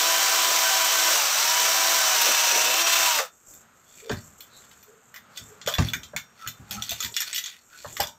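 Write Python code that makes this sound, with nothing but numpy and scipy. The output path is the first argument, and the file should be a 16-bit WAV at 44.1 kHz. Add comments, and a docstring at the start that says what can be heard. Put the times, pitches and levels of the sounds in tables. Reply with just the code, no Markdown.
"""A cordless drill bores into an aluminium frame in an open workshop: gear and motor tones over chip noise.
It sags twice under load, runs down and brakes with a clack, a noisy crack ringing damped modes.
The frame is then turned by hand: its foot knocks and thuds on the bench, hand and cloth tick faintly,
its loose corner clicks, short resonant rubs swell, slips scrape it into ringing, filtered grains rustle.
One close microphone hears it all over a faint outdoor hush of filtered noise."""
import sys
import numpy as np
from scipy import signal
from scipy.fft import rfft, irfft, next_fast_len
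from scipy.io import wavfile
from scipy.ndimage import uniform_filter1d

SR = 44100
rng = np.random.default_rng(int(sys.argv[2]) if len(sys.argv) > 2 else 0)


def file_out(sig):
    """Save sig as 16-bit WAV at sys.argv[1]."""
    # one column per channel
    cols = np.atleast_2d(sig).T
    # limit, then scale
    lim = np.clip(cols, -1, 1)
    pcm = np.round(lim * 32767).astype(np.int16)
    wavfile.write(sys.argv[1], SR, pcm)


N = 360738
TIME = np.arange(N) / SR


def amp(db):
    """Level: decibels become an amplitude gain."""
    return 10 ** (np.asarray(db) / 20)


def unit(x):
    """Normalisation: scales a signal to rms 1."""
    return x / np.sqrt(np.mean(x ** 2) + 1e-20)


def read(points, hz):
    """Spectral envelope: interpolates a table in dB along log frequency."""
    f, db = np.transpose(points)
    return np.interp(np.log(hz + 1), np.log(f + 1), db)


def curves(rows):
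    """Time envelope: interpolates each column of a time table, sample by sample."""
    s, *columns = np.transpose(rows)
    return [np.interp(TIME, s, c) for c in columns]


def swell(s, length):
    """Gaussian envelope: a smooth rise and fall around s seconds, top 1."""
    return np.exp(-((TIME - s) / length) ** 2)


def add(mix, s, sound):
    """Superposition: mixes a sound in at s seconds."""
    part = mix[max(round(s * SR), 0):][:len(sound)]
    part += sound[:len(part)]


def colour(x, *spectra):
    """Linear filtering: shapes a signal by the sum of its spectra in dB; rms 1."""
    size = next_fast_len(len(x))
    hz = np.fft.rfftfreq(size, 1 / SR)
    gain = amp(sum(read(s, hz) for s in spectra))
    return unit(irfft(rfft(x, size) * gain, size)[:len(x)])


def wander(rate_hz):
    """Slow modulation: random drift of rms 1, straight lines between rate_hz knots a second."""
    knots = rng.standard_normal(4096)
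    return unit(np.interp(TIME * rate_hz, np.arange(4096), knots))


def grains(per_s, spread_db):
    """Shot noise: a random train of tiny fractures, a few of them large; rms 1."""
    size = amp(spread_db * np.minimum(rng.exponential(1, N), 4))
    struck = rng.random(N) < per_s / SR
    return unit(size * rng.standard_normal(N) * struck)


def resonate(x, hz, width_hz):
    """Damped resonance: a single pole rings at hz; rms 1."""
    pole = np.exp((2j * np.pi * hz - np.pi * width_hz) / SR)
    return unit(signal.lfilter([1], [1, -pole], x).real)


def ripple(size):
    """Modal interference: random peaks and notches, rms 1, of the many modes at one point of contact."""
    return unit(uniform_filter1d(rng.standard_normal(size), size=2))


def workshop(x, wet_db, t60):
    """Reverberation: a short, dense cloud of reflections from bench, floor and tin walls."""
    t = np.arange(SR // 3) / SR
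    reflected = (rng.random(len(t)) < .05) * (t > .002)
    taps = rng.standard_normal(len(t)) * reflected * amp(-60 * t / t60)
    tail = signal.oaconvolve(x, taps / np.linalg.norm(taps))[:N]
    return (x + amp(wet_db) * tail) / np.hypot(1, amp(wet_db))


# level of the outdoor air: time [s], level_db [dB]
AIR = [(3.3, -57.5), (3.9, -57.5), (4.6, -55.5), (5.05, -62.5), (5.6, -54.5), (6.3, -58.5), (7.6, -61),
       (8.18, -64)]
# relative spectra of the air and of the hiss: pitch_hz [Hz], level_db [dB]
AIR_SPECTRUM = [(18, -48), (30, -18), (43, -49), (71, 4.5), (97, 2.5), (236, 5.5), (294, -6), (448, 0),
                (996, 0), (1360, 6.5), (1850, -2.5), (3370, -9.5), (6000, -18), (7800, -60), (13200, -120)]
HISS_SPECTRUM = [(3530, -49), (6000, -4), (6490, 17), (7640, 1), (8680, 11), (9350, -44), (11300, -13),
                 (12800, 8), (14700, -11), (16000, -29)]


def hush():
    """Stationary noise: faint, slowly drifting outdoor air over steady microphone hiss."""
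    air_db, = curves(AIR)
    air = amp(air_db + 2.6 * wander(rate_hz=3.57)) * colour(rng.standard_normal(N), AIR_SPECTRUM)
    hiss = amp(-69.5) * colour(rng.standard_normal(N), HISS_SPECTRUM)
    return air + hiss


# how the drill's housing radiates a tone: pitch_hz [Hz], level_db [dB]
HOUSING = [(250, -6), (310, -10), (335, 2), (520, -1), (620, -3.5), (660, 0), (720, -1.5), (790, -4.5),
           (870, 3), (980, 4), (1100, -13), (1500, 0), (2600, 5.5), (3100, 1), (4400, 0), (5350, -7.5),
           (5650, -0.5), (6100, -4)]


def whine(turns, speed, lines, flutter_db, flutter_hz):
    """Harmonic radiation: lines of a turning part flutter, and swell as they glide through the housing's modes."""
    out = np.zeros(N)
    on = TIME < 3.35
    for k, db in lines:
        level_db = db + read(HOUSING, round(k) * speed[on]) + flutter_db * wander(flutter_hz)[on]
        phase = 2 * np.pi * (round(k) * turns[on] + rng.random())
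        out[on] += amp(level_db) * np.cos(phase)
    return out


def gear_buzz(turns):
    """Periodicity: uneven teeth repeat one rough pattern every third turn, a fine comb of weak lines."""
    order = np.arange(1025)
    teeth = rng.standard_normal(1025) + 1j * rng.standard_normal(1025)
    pattern = irfft(teeth * (order > 9) * (order < 72))
    return unit(np.interp(turns / 3, np.arange(2048) / 2048, pattern, period=1))


# motor speed under the hand's pressure: time [s], speed [turns a second, Hz]
SPEED = [(0, 331.2), (.52, 332.5), (.64, 329.6), (1.13, 327.4), (1.22, 284), (1.32, 256.5), (1.41, 307.7),
         (1.52, 322.6), (1.8, 330.7), (1.96, 332.4), (2.22, 312.3), (2.3, 322.8), (2.38, 314.2),
         (2.68, 314.7), (2.8, 338.5), (3.05, 333), (3.16, 307.2), (3.28, 234)]
# gear chatter: time [s], depth of the throb at each turn of the chuck [0-1]
CHATTER = [(0, .02), (2.1, 0.02), (2.27, 0.1), (2.85, 0.11), (3.28, 0.04)]
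# the bit slips and bites: middle_s [s], length_s [s], change of grinding [dB], change of growl [dB]
SLIPS = [(1.15, 0.064, 1, 8.5), (2.22, 0.0079, 4, -13), (2.27, 0.045, 0.5, 11), (2.6, 0.11, 0, 9),
         (2.726, 0.066, -1.5, 6), (2.844, 0.016, -6, -13), (2.95, 0.029, 0.5, 0)]
# relative level of the squeal, on the whole growing as the hole deepens until the bit breaks through:
# time [s], level_db [dB]
SQUEAL = [(0, -33), (1, -26), (1.3, -21.5), (1.9, -25), (2.62, -18.5), (2.8, -34), (3, -28), (3.12, -31),
          (3.2, -35)]
# relative spectra of grinding, its fizzing top and the growl: pitch_hz [Hz], level_db [dB]
GRIND = [(350, -54), (600, -8), (647, -9), (706, -11), (770, -1.5), (877, -9), (967, -1), (1050, -1),
         (1490, -1), (1850, -4.5), (2650, -3.5), (4970, -4.5), (5780, -2), (8000, -4.5), (10400, -36),
         (17600, -120)]
GRIND_TOP = [(4710, -28), (8000, -19), (8780, -5.5), (9360, -6), (11300, -7), (13100, 2), (14000, 5.5),
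             (14800, 1), (15700, -5), (16000, -20)]
GROWL = [(40, -60), (120, -66), (220, -9), (330, -2.5), (450, 5), (560, 7.5), (700, 2), (1100, -38)]
# ring of the frame clamped under the bit: pitch_hz [Hz], width_hz [Hz], relative level_db [dB]
CLAMPED = [(1080, 24, -37), (2650, 130, 7), (2690, 280, -14), (3580, 20, 0), (4140, 47, -2)]
# low motor harmonics, and the whistle of fan and magnets: multiple of the motor speed, relative level_db [dB]
MOTOR = [(1, -16), (2, -2.5), (3, -1), (4, -34)]
WHISTLE = [(6, -32), (9, -40), (11, -14), (12, 0), (14, -8), (15, -20.5), (17, 7), (18, 2), (38, -23),
           (40, -15), (41, 1), (43, -15)]
# gear mesh, low and high: multiple of the mesh rate, relative level_db [dB]
MESH = [(1, -4.5), (2, -5.5)]
MESH_HIGH = [(3, -2.5), (4, 4), (5, -5), (7, 8.5), (8, -1)]
FREE_HZ, MESH_PER_TURN = 332, 7 / 3
# base levels at full speed (dB), and what they lose as the motor sags (dB per Hz)
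GRIND_DB, GROWL_DB, LOW_WHINE_DB, HIGH_WHINE_DB = -17.5, -44, -34, -40
GRIND_SAG_DB_PER_HZ, GROWL_SAG_DB_PER_HZ = 0.03, 0.1  # the growl loses both
LOW_SAG_DB_PER_HZ, HIGH_SAG_DB_PER_HZ = .08, .1
# the bit is drawn out of the hole, then the trigger is let go and the drive runs down, high whistle first
LIFT_S, LIFT_TAKES_S, LIFT_DB = 3.06, 0.074, -2
RELEASE_S, RUN_DOWN_DB_PER_S, WHINE_DOWN_DB_PER_S, WHISTLE_DOWN_DB_PER_S = 3.187, 220, 190, 420
BRAKE_S, BRAKE_LENGTH_S, BRAKE_DB = 3.205, 0.036, -28.5


def drill():
    """Order-locked sound: motor and gears sing while the bit tears chips, noise modulated by motor and chuck."""
    speed, = curves(SPEED)
    squeal_db, = curves(SQUEAL)
    chatter, = curves(CHATTER)

    # grinding, growl and whine weaken as the motor sags, and die away once the trigger is let go
    sag = FREE_HZ - speed
    coasting = np.maximum(TIME - RELEASE_S, 0)
    run_down_db = -RUN_DOWN_DB_PER_S * coasting
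    lift_db = LIFT_DB * np.clip((TIME - LIFT_S) / LIFT_TAKES_S, 0, 1)
    cut_db = lift_db - GRIND_SAG_DB_PER_HZ * sag + run_down_db
    grind_db = GRIND_DB + cut_db
    slip_growl_db = sum(db * swell(s, length) for s, length, _, db in SLIPS)
    growl_db = GROWL_DB + cut_db - GROWL_SAG_DB_PER_HZ * sag + slip_growl_db
    low_db = LOW_WHINE_DB - LOW_SAG_DB_PER_HZ * sag - WHINE_DOWN_DB_PER_S * coasting
    high_db = HIGH_WHINE_DB - HIGH_SAG_DB_PER_HZ * sag - WHISTLE_DOWN_DB_PER_S * coasting

    # the chuck makes about one turn for ten of the motor, less evenly
    turns = np.cumsum(speed * (1 + 0.00064 * wander(rate_hz=60))) / SR
    chuck = np.cumsum(speed * (1 + 0.119 * wander(rate_hz=15))) / SR / 10.0
    throb = (1 + 0.21 * np.cos(2 * np.pi * turns)) * (1 + chatter * np.cos(2 * np.pi * chuck))
    bite_db = sum(db * swell(s, length) for s, length, db, _ in SLIPS)
    bite = throb * amp(bite_db + .5 * wander(rate_hz=190))

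    chips = bite * (grains(per_s=12000, spread_db=1.5) + rng.standard_normal(N))
    # a hard bite is brighter
    fizz = amp(-14.0 + np.maximum(bite_db, 0)) * colour(chips, GRIND_TOP)
    buzz = amp(-14) * bite * gear_buzz(turns)
    grind = amp(grind_db) * (amp(-5.5) * colour(chips, GRIND) + fizz + buzz)

    # the bit squeals in one narrow band as it rubs the wall of the hole
    rubbing = bite * rng.standard_normal(N)
    narrow = resonate(resonate(rubbing, hz=6030, width_hz=340), hz=5670, width_hz=450)
    squeal = amp(squeal_db - 8 + run_down_db) * narrow

    # the harder the bit chatters, the more the clamped frame rings
    modes = sum(amp(db) * resonate(bite * rng.standard_normal(N), hz, width) for hz, width, db in CLAMPED)
    ring = amp(grind_db) * chatter * modes

    # the growl comes in clumps
    clumps_db = 3 * wander(rate_hz=16)
    growl = amp(growl_db + clumps_db) * colour(grains(per_s=3600, spread_db=1.0), GROWL)

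    mesh, mesh_hz = turns * MESH_PER_TURN, speed * MESH_PER_TURN
    low = whine(turns, speed, MOTOR, flutter_db=2.5, flutter_hz=22.39)
    low += whine(mesh, mesh_hz, MESH, flutter_db=4.5, flutter_hz=22.1)
    high = whine(turns, speed, WHISTLE, flutter_db=3.0, flutter_hz=20)
    high += whine(mesh, mesh_hz, MESH_HIGH, flutter_db=-2.0, flutter_hz=29.0)
    tones = amp(low_db) * low + amp(high_db) * high

    # the brake makes the motor's second harmonic groan as it falls
    brake = amp(BRAKE_DB) * swell(BRAKE_S, BRAKE_LENGTH_S) * np.cos(2 * np.pi * 2 * turns)
    running = np.interp(TIME, [3.26, 3.32], [1, 0])
    return running * (grind + squeal + growl + brake + ring + tones)


def blow(spectra, modes, crack_s, ripple_db, tail_db, tail_t60, rise_s):
    """Impact excitation: a snap, a noisy crack, the struck part's modes, a room tail; loudest 3 ms at rms 1."""
    t = np.arange(SR // 2) / SR
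    contact = np.transpose([np.arange(160) * 100, ripple_db * ripple(size=160)])
    noise = colour(rng.standard_normal(len(t)), contact, *spectra)
    snap = 1.8 * np.exp(-((t - .0015) / .001) ** 2)
    crack = amp(-60 * t / max(crack_s, .004))
    tail = amp(tail_db - 60 * t / tail_t60)
    sound = noise * (snap + crack + tail)
    # where the blow lands decides how strongly each mode answers
    for (hz, db, t60), weight in zip(modes, rng.uniform(0.24, 0.86, len(modes))):
        sound += weight * amp(db - 60 * t / t60) * np.sin(2 * np.pi * hz * t) * rng.choice([-1, 1])
    sound *= 1 - np.exp(-t / rise_s)
    return sound / np.sqrt(uniform_filter1d(sound ** 2, size=132).max())


# knocks of the foot and the drill's brake: start_s [s], relative level_db [dB], pitch_hz of an added mode [Hz]
KNOCKS = [(3.187, -22, 1173), (3.198, -24.5, 569), (4.097, -20.5, 422), (5.674, -17, 596),
          (5.783, -19, 1170), (6.134, -32, 605), (6.715, -39, 786), (6.915, -33.5, 685),
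          (7.845, -29.5, 592), (7.998, -17, 800)]
# thuds through the bench: start_s [s], relative level_db [dB]
THUDS = [(4.105, -19), (5.41, -38), (5.654, -30.5), (5.785, -6.5), (5.942, -30), (6.138, -32), (6.464, -33),
         (6.593, -35.5), (6.7, -35), (6.771, -32), (6.904, -34.5), (7.041, -32.5), (7.856, -35),
         (8.001, -26)]
# relative spectra of a knock and of a thud: pitch_hz [Hz], level_db [dB]
KNOCK = [(100, -46), (280, -59.5), (430, -8), (600, 6.5), (800, 4), (1150, -2), (1700, 0.5), (3000, -50)]
THUD = [(25, -34), (50, -15), (75, -2), (150, -10.5), (240, -8.5), (380, -29), (700, -32), (1500, -50)]
# hollow ring of the frame's foot, and ring of the bench: pitch_hz [Hz], relative level_db [dB], t60_s [s]
FOOT = [(463, 18.5, 0.075), (502, 14, 0.057), (592, 6.5, 0.28), (850, -31, .14), (1066, 5, 0.18),
        (1200, -12, 0.13)]
BENCH = [(81, -10, 0.2), (110.6, 4.5, 0.29), (155, 0.5, 0.26), (237, -4.5, 0.11), (380.5, -10.5, 0.22)]
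FOOT_RING_DB = -8.5  # shift of the foot's modes against the crack
KNOCK_CRACK_S, KNOCK_MODE_DB, KNOCK_T60_S, PUSH_S = .042, 19, 0.085, 0.16


def knocks():
    """Modal response: hollow knocks ring the foot's damped modes, thuds the low modes of the bench."""
    out = np.zeros(N)
    for s, db, hz in KNOCKS:
        modes = [(f, level + FOOT_RING_DB, t60) for f, level, t60 in FOOT]
        modes.append((hz, KNOCK_MODE_DB, KNOCK_T60_S))
        sound = blow([KNOCK], modes, KNOCK_CRACK_S, ripple_db=3.0, tail_db=3, tail_t60=0.2, rise_s=0.003)
        add(out, s, amp(db - 4) * sound)
    for s, db in THUDS:
        sound = blow([THUD], BENCH, PUSH_S, ripple_db=-1.5, tail_db=-18, tail_t60=0.62, rise_s=0.01)
        add(out, s, amp(db - 7) * sound)
    return out


# the stopping drill's clack, faint ticks of hand and cloth, and clicks of the frame's loose corner:
# start_s [s], relative level_db [dB], low-mid share [dB], top share [dB], level of the corner mode [dB]
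CLICKS = [(3.1876, -12, 0, -13, -10), (3.537, -41, -10, 11, -15), (4.095, -22.5, -4, -35, 11),
          (4.1144, -20.5, 4, -11, -6), (4.406, -30.5, -22, 0, -14), (4.7135, -40, 0, -4, -5),
          (4.8282, -42, -22, -1, -7), (5.1418, -30, 7.5, -3, -2), (5.1605, -29.5, 3, -2, 0),
          (5.3607, -37, -13, -8, -2), (5.3736, -24, -17, -11, 15), (5.6141, -31, -10, -23, 2),
          (5.6623, -23.5, -10, -17, 11), (5.674, -14.5, -15, -18, 22), (5.685, -18, -2, -7, 21),
          (5.739, -13.5, -7, -7, 29), (5.752, -14.5, 1, -10, 29), (5.7834, -15.5, -2.5, -38, 0),
          (5.823, -21.5, 3, -18, 0), (5.886, -18, -9, -8, 29), (5.9343, -13.5, -3.5, -14, 14),
          (6.0327, -28.5, -27, -11, 12), (6.1632, -15, -1, -10, 9), (6.463, -26, 21, -14, 0),
          (6.4746, -18, -22, -5.5, -7), (6.7094, -19, -10, -4, -5), (6.8226, -14.5, -42, -11, 18),
          (6.893, -17, -24, -12, 20), (6.9072, -19, -25, -2, 9), (6.917, -18.5, -22, -17, 9),
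          (7.0041, -16, -7, -10, 17), (7.0258, -20, -8.5, -9, 11), (7.0367, -19, -6, -5, 15),
          (7.047, -16.5, -8, -12, 5), (7.1414, -23.5, -35, -17, -1), (7.165, -11, -9, -13, -5),
          (7.204, -13, -9, -10, -6), (7.2192, -17, -10, -15, -3), (7.3294, -17, -16, -17, 3),
          (7.3457, -19, -30, -9, 9), (7.3608, -14.5, -27, -12, -11), (7.3798, -16.5, -14.5, -8, 12),
          (7.4395, -21.5, -19, -11, 15), (7.46, -19.5, -11, -17, 21), (7.9677, -20, -5, -9, 16),
          (8.0023, -11, -11, -8, 4), (8.0376, -20, 4, -20, 28), (8.071, -23.5, -26, -13, 2)]
# relative spectrum of a click, also of a scrape: pitch_hz [Hz], level_db [dB]
CLICK = [(470, -78), (800, -27), (873, -24), (1480, -6.5), (1660, -5), (1900, -3.5), (2630, -7),
         (3420, 3.5), (4340, -5.5), (7080, -2.5), (8550, -13), (9330, -24.5), (11300, -20), (13900, -4.5),
         (16000, -24)]
# ring of the aluminium frame, used by the clicks here and the scrapes below: pitch_hz [Hz],
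# relative level_db [dB], t60_s in a click [s]
FRAME = [(1496, -0.5, 0.26), (1720, -12, 0.21), (1973, 6, 0.11), (2360, 3.5, 0.16), (2480, 10.5, 0.053),
         (2880, 0, 0.12), (3100, -26, 0.12), (3580, 5.5, 0.24), (3400, 7, 0.085), (4300, 9.5, 0.043),
         (4410, 7.5, 0.072), (5560, 7, 0.12), (5620, -9.5, 0.7), (6300, 5, 0.13), (7600, -18, 0.13)]
FRAME_RING_DB = -6.5  # shift of the frame's modes against the crack
CRACK_S, CONTACT_RIPPLE_DB, CORNER_HZ, CORNER_T60_S = .048, 6, 3450, 0.046
REBOUND_S, REBOUND_DB = .016, -11.5  # typical gap, and level change at each rebound


def clicks():
    """Repeated impact: the drill's clack, faint hand and cloth ticks, corner clicks, each with two weaker rebounds."""
    out = np.zeros(N)
    for s, db, low_db, top_db, ring_db in CLICKS:
        modes = [(f, level + FRAME_RING_DB, t60) for f, level, t60 in FRAME]
        modes.append((CORNER_HZ, ring_db, CORNER_T60_S))
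        tint = [(1700, low_db + 11.0), (3000, 0), (8000, 0), (11000, top_db + 11)]
        for k, gap in enumerate(REBOUND_S * (.5 + rng.random(size=3))):
            sound = blow([CLICK, tint], modes, CRACK_S, CONTACT_RIPPLE_DB,
                         tail_db=7.5, tail_t60=0.17, rise_s=0.00014)
            add(out, s, amp(db - 8 + k * REBOUND_DB) * sound)
            s = s + gap
    return out


# short rubs and groans: middle_s [s], length_s [s], pitch_hz [Hz], level_db before the room [dB]
RUBS = [(3.233, .025, 1290, -42), (4.058, 0.037, 466, -40.5), (4.55, .042, 4000, -55),
        (4.908, 0.04, 448, -52.5), (5.52, 0.047, 440, -55.5), (6.437, 0.037, 1320, -44.5),
        (6.744, 0.051, 212, -42.5), (6.76, 0.079, 793, -51.5), (6.783, .019, 1300, -40),
        (7.061, .033, 934, -53), (7.39, 0.024, 1900, -45), (7.468, 0.04, 3440, -42),
        (7.745, .035, 1470, -49), (8.07, 0.034, 905, -44.5)]
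RUB_WIDTH_SHARE = 0.14  # bandwidth of each resonance as a share of its pitch


def rubs():
    """Stick-slip friction: brief rubs, noise swelling and fading in one resonance."""
    out = np.zeros(N)
    for s, length, hz, db in RUBS:
        t = np.arange(-3 * length, 3 * length, 1 / SR)
        width_hz = RUB_WIDTH_SHARE * hz
        voice = resonate(resonate(rng.standard_normal(SR), hz, width_hz), hz, width_hz)[-len(t):]
        add(out, s + t[0], amp(db) * unit(voice) * np.exp(-(t / length) ** 2))
    return workshop(out, wet_db=2.5, t60=0.22)


# the joint scrapes as the frame is swung: middle_s [s], length_s [s], relative level_db [dB]
SCRAPES = [(4.07, 0.14, -42.5), (4.626, 0.22, -55), (5.365, 0.035, -43), (5.725, 0.034, -28),
           (5.875, 0.034, -30), (6.432, 0.056, -41.5), (6.737, 0.023, -26.5), (6.905, 0.15, -33),
           (7.295, .05, -31), (7.41, 0.11, -31.5), (7.762, 0.048, -40.5), (7.876, 0.061, -37)]
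# hand and sleeve brush along: middle_s [s], length_s [s], relative level_db [dB]
RUSTLES = [(3.345, 0.034, -55), (3.56, 0.1, -62), (3.964, 0.19, -67), (4.47, 0.25, -57.5),
           (5.46, 0.076, -51.5), (6.737, .04, -52), (7.033, 0.13, -53), (7.36, 0.072, -62),
           (7.906, 0.14, -52.5)]
# relative spectrum of the rustle: pitch_hz [Hz], level_db [dB]
RUSTLE = [(500, 4), (1400, -13.5), (3000, -40), (5500, -3.5), (7500, 13.5), (9500, -17.5), (11500, -7.5),
          (13500, 1.5), (15500, -19)]
RUSTLE_DB = -68  # constant rustle under the strokes
TICKS_PER_S, TICKS_DB, TICK_FADE_S = 34, -4, 0.0065  # ticks' level is against the rustle


def handling():
    """Friction: small slips scrape the frame into ringing; hand and shirt rustle, fingers tick on the metal."""
    swing = sum(amp(db) * swell(s, length) for s, length, db in SCRAPES)
    slips = grains(per_s=1500, spread_db=3)
    ring = np.zeros(N)
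    for hz, db, t60 in FRAME:
        # as the contact point moves, the modes take turns
        turn_db = 6 * wander(rate_hz=22)
        # the scraped modes are broader, so they ring shorter than in a click
        ring += amp(db + turn_db) * resonate(slips, hz, width_hz=14 / t60)
    scrape = amp(-11.5) * swing * (unit(ring) + amp(-7.5) * colour(slips, CLICK))

    fibres = grains(per_s=6000, spread_db=3)
    strokes = sum(amp(db) * swell(s, length) for s, length, db in RUSTLES)
    sleeve = (amp(RUSTLE_DB) + strokes) * amp(4.1 * wander(rate_hz=12))
    rustle = sleeve * colour(fibres, RUSTLE)

    fade = np.exp(-1 / (TICK_FADE_S * SR))
    touch = signal.lfilter([1], [1, -fade], rng.random(N) < TICKS_PER_S / SR)
    ticks = amp(TICKS_DB) * sleeve * unit(touch * colour(rng.standard_normal(N), RUSTLE))
    fade_in = np.interp(TIME, [3.25, 3.4], [0, 1])
    return workshop(scrape + rustle + ticks, wet_db=-8, t60=0.24) * fade_in


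def scene():
    """Superposition: all sources at one microphone, the same in both channels."""
    mono = hush() + drill() + knocks() + clicks() + rubs() + handling()
    return np.array([mono, mono])


EDGE_HZ = 15650


def record(dry):
    """Band limiting: a linear-phase low-pass, the recorder's upper edge."""
    lowpass = signal.firwin(511, EDGE_HZ, window=("kaiser", 9), fs=SR)
    return signal.oaconvolve(dry, lowpass[None], "same")


dry = scene()
out = record(dry)
file_out(out)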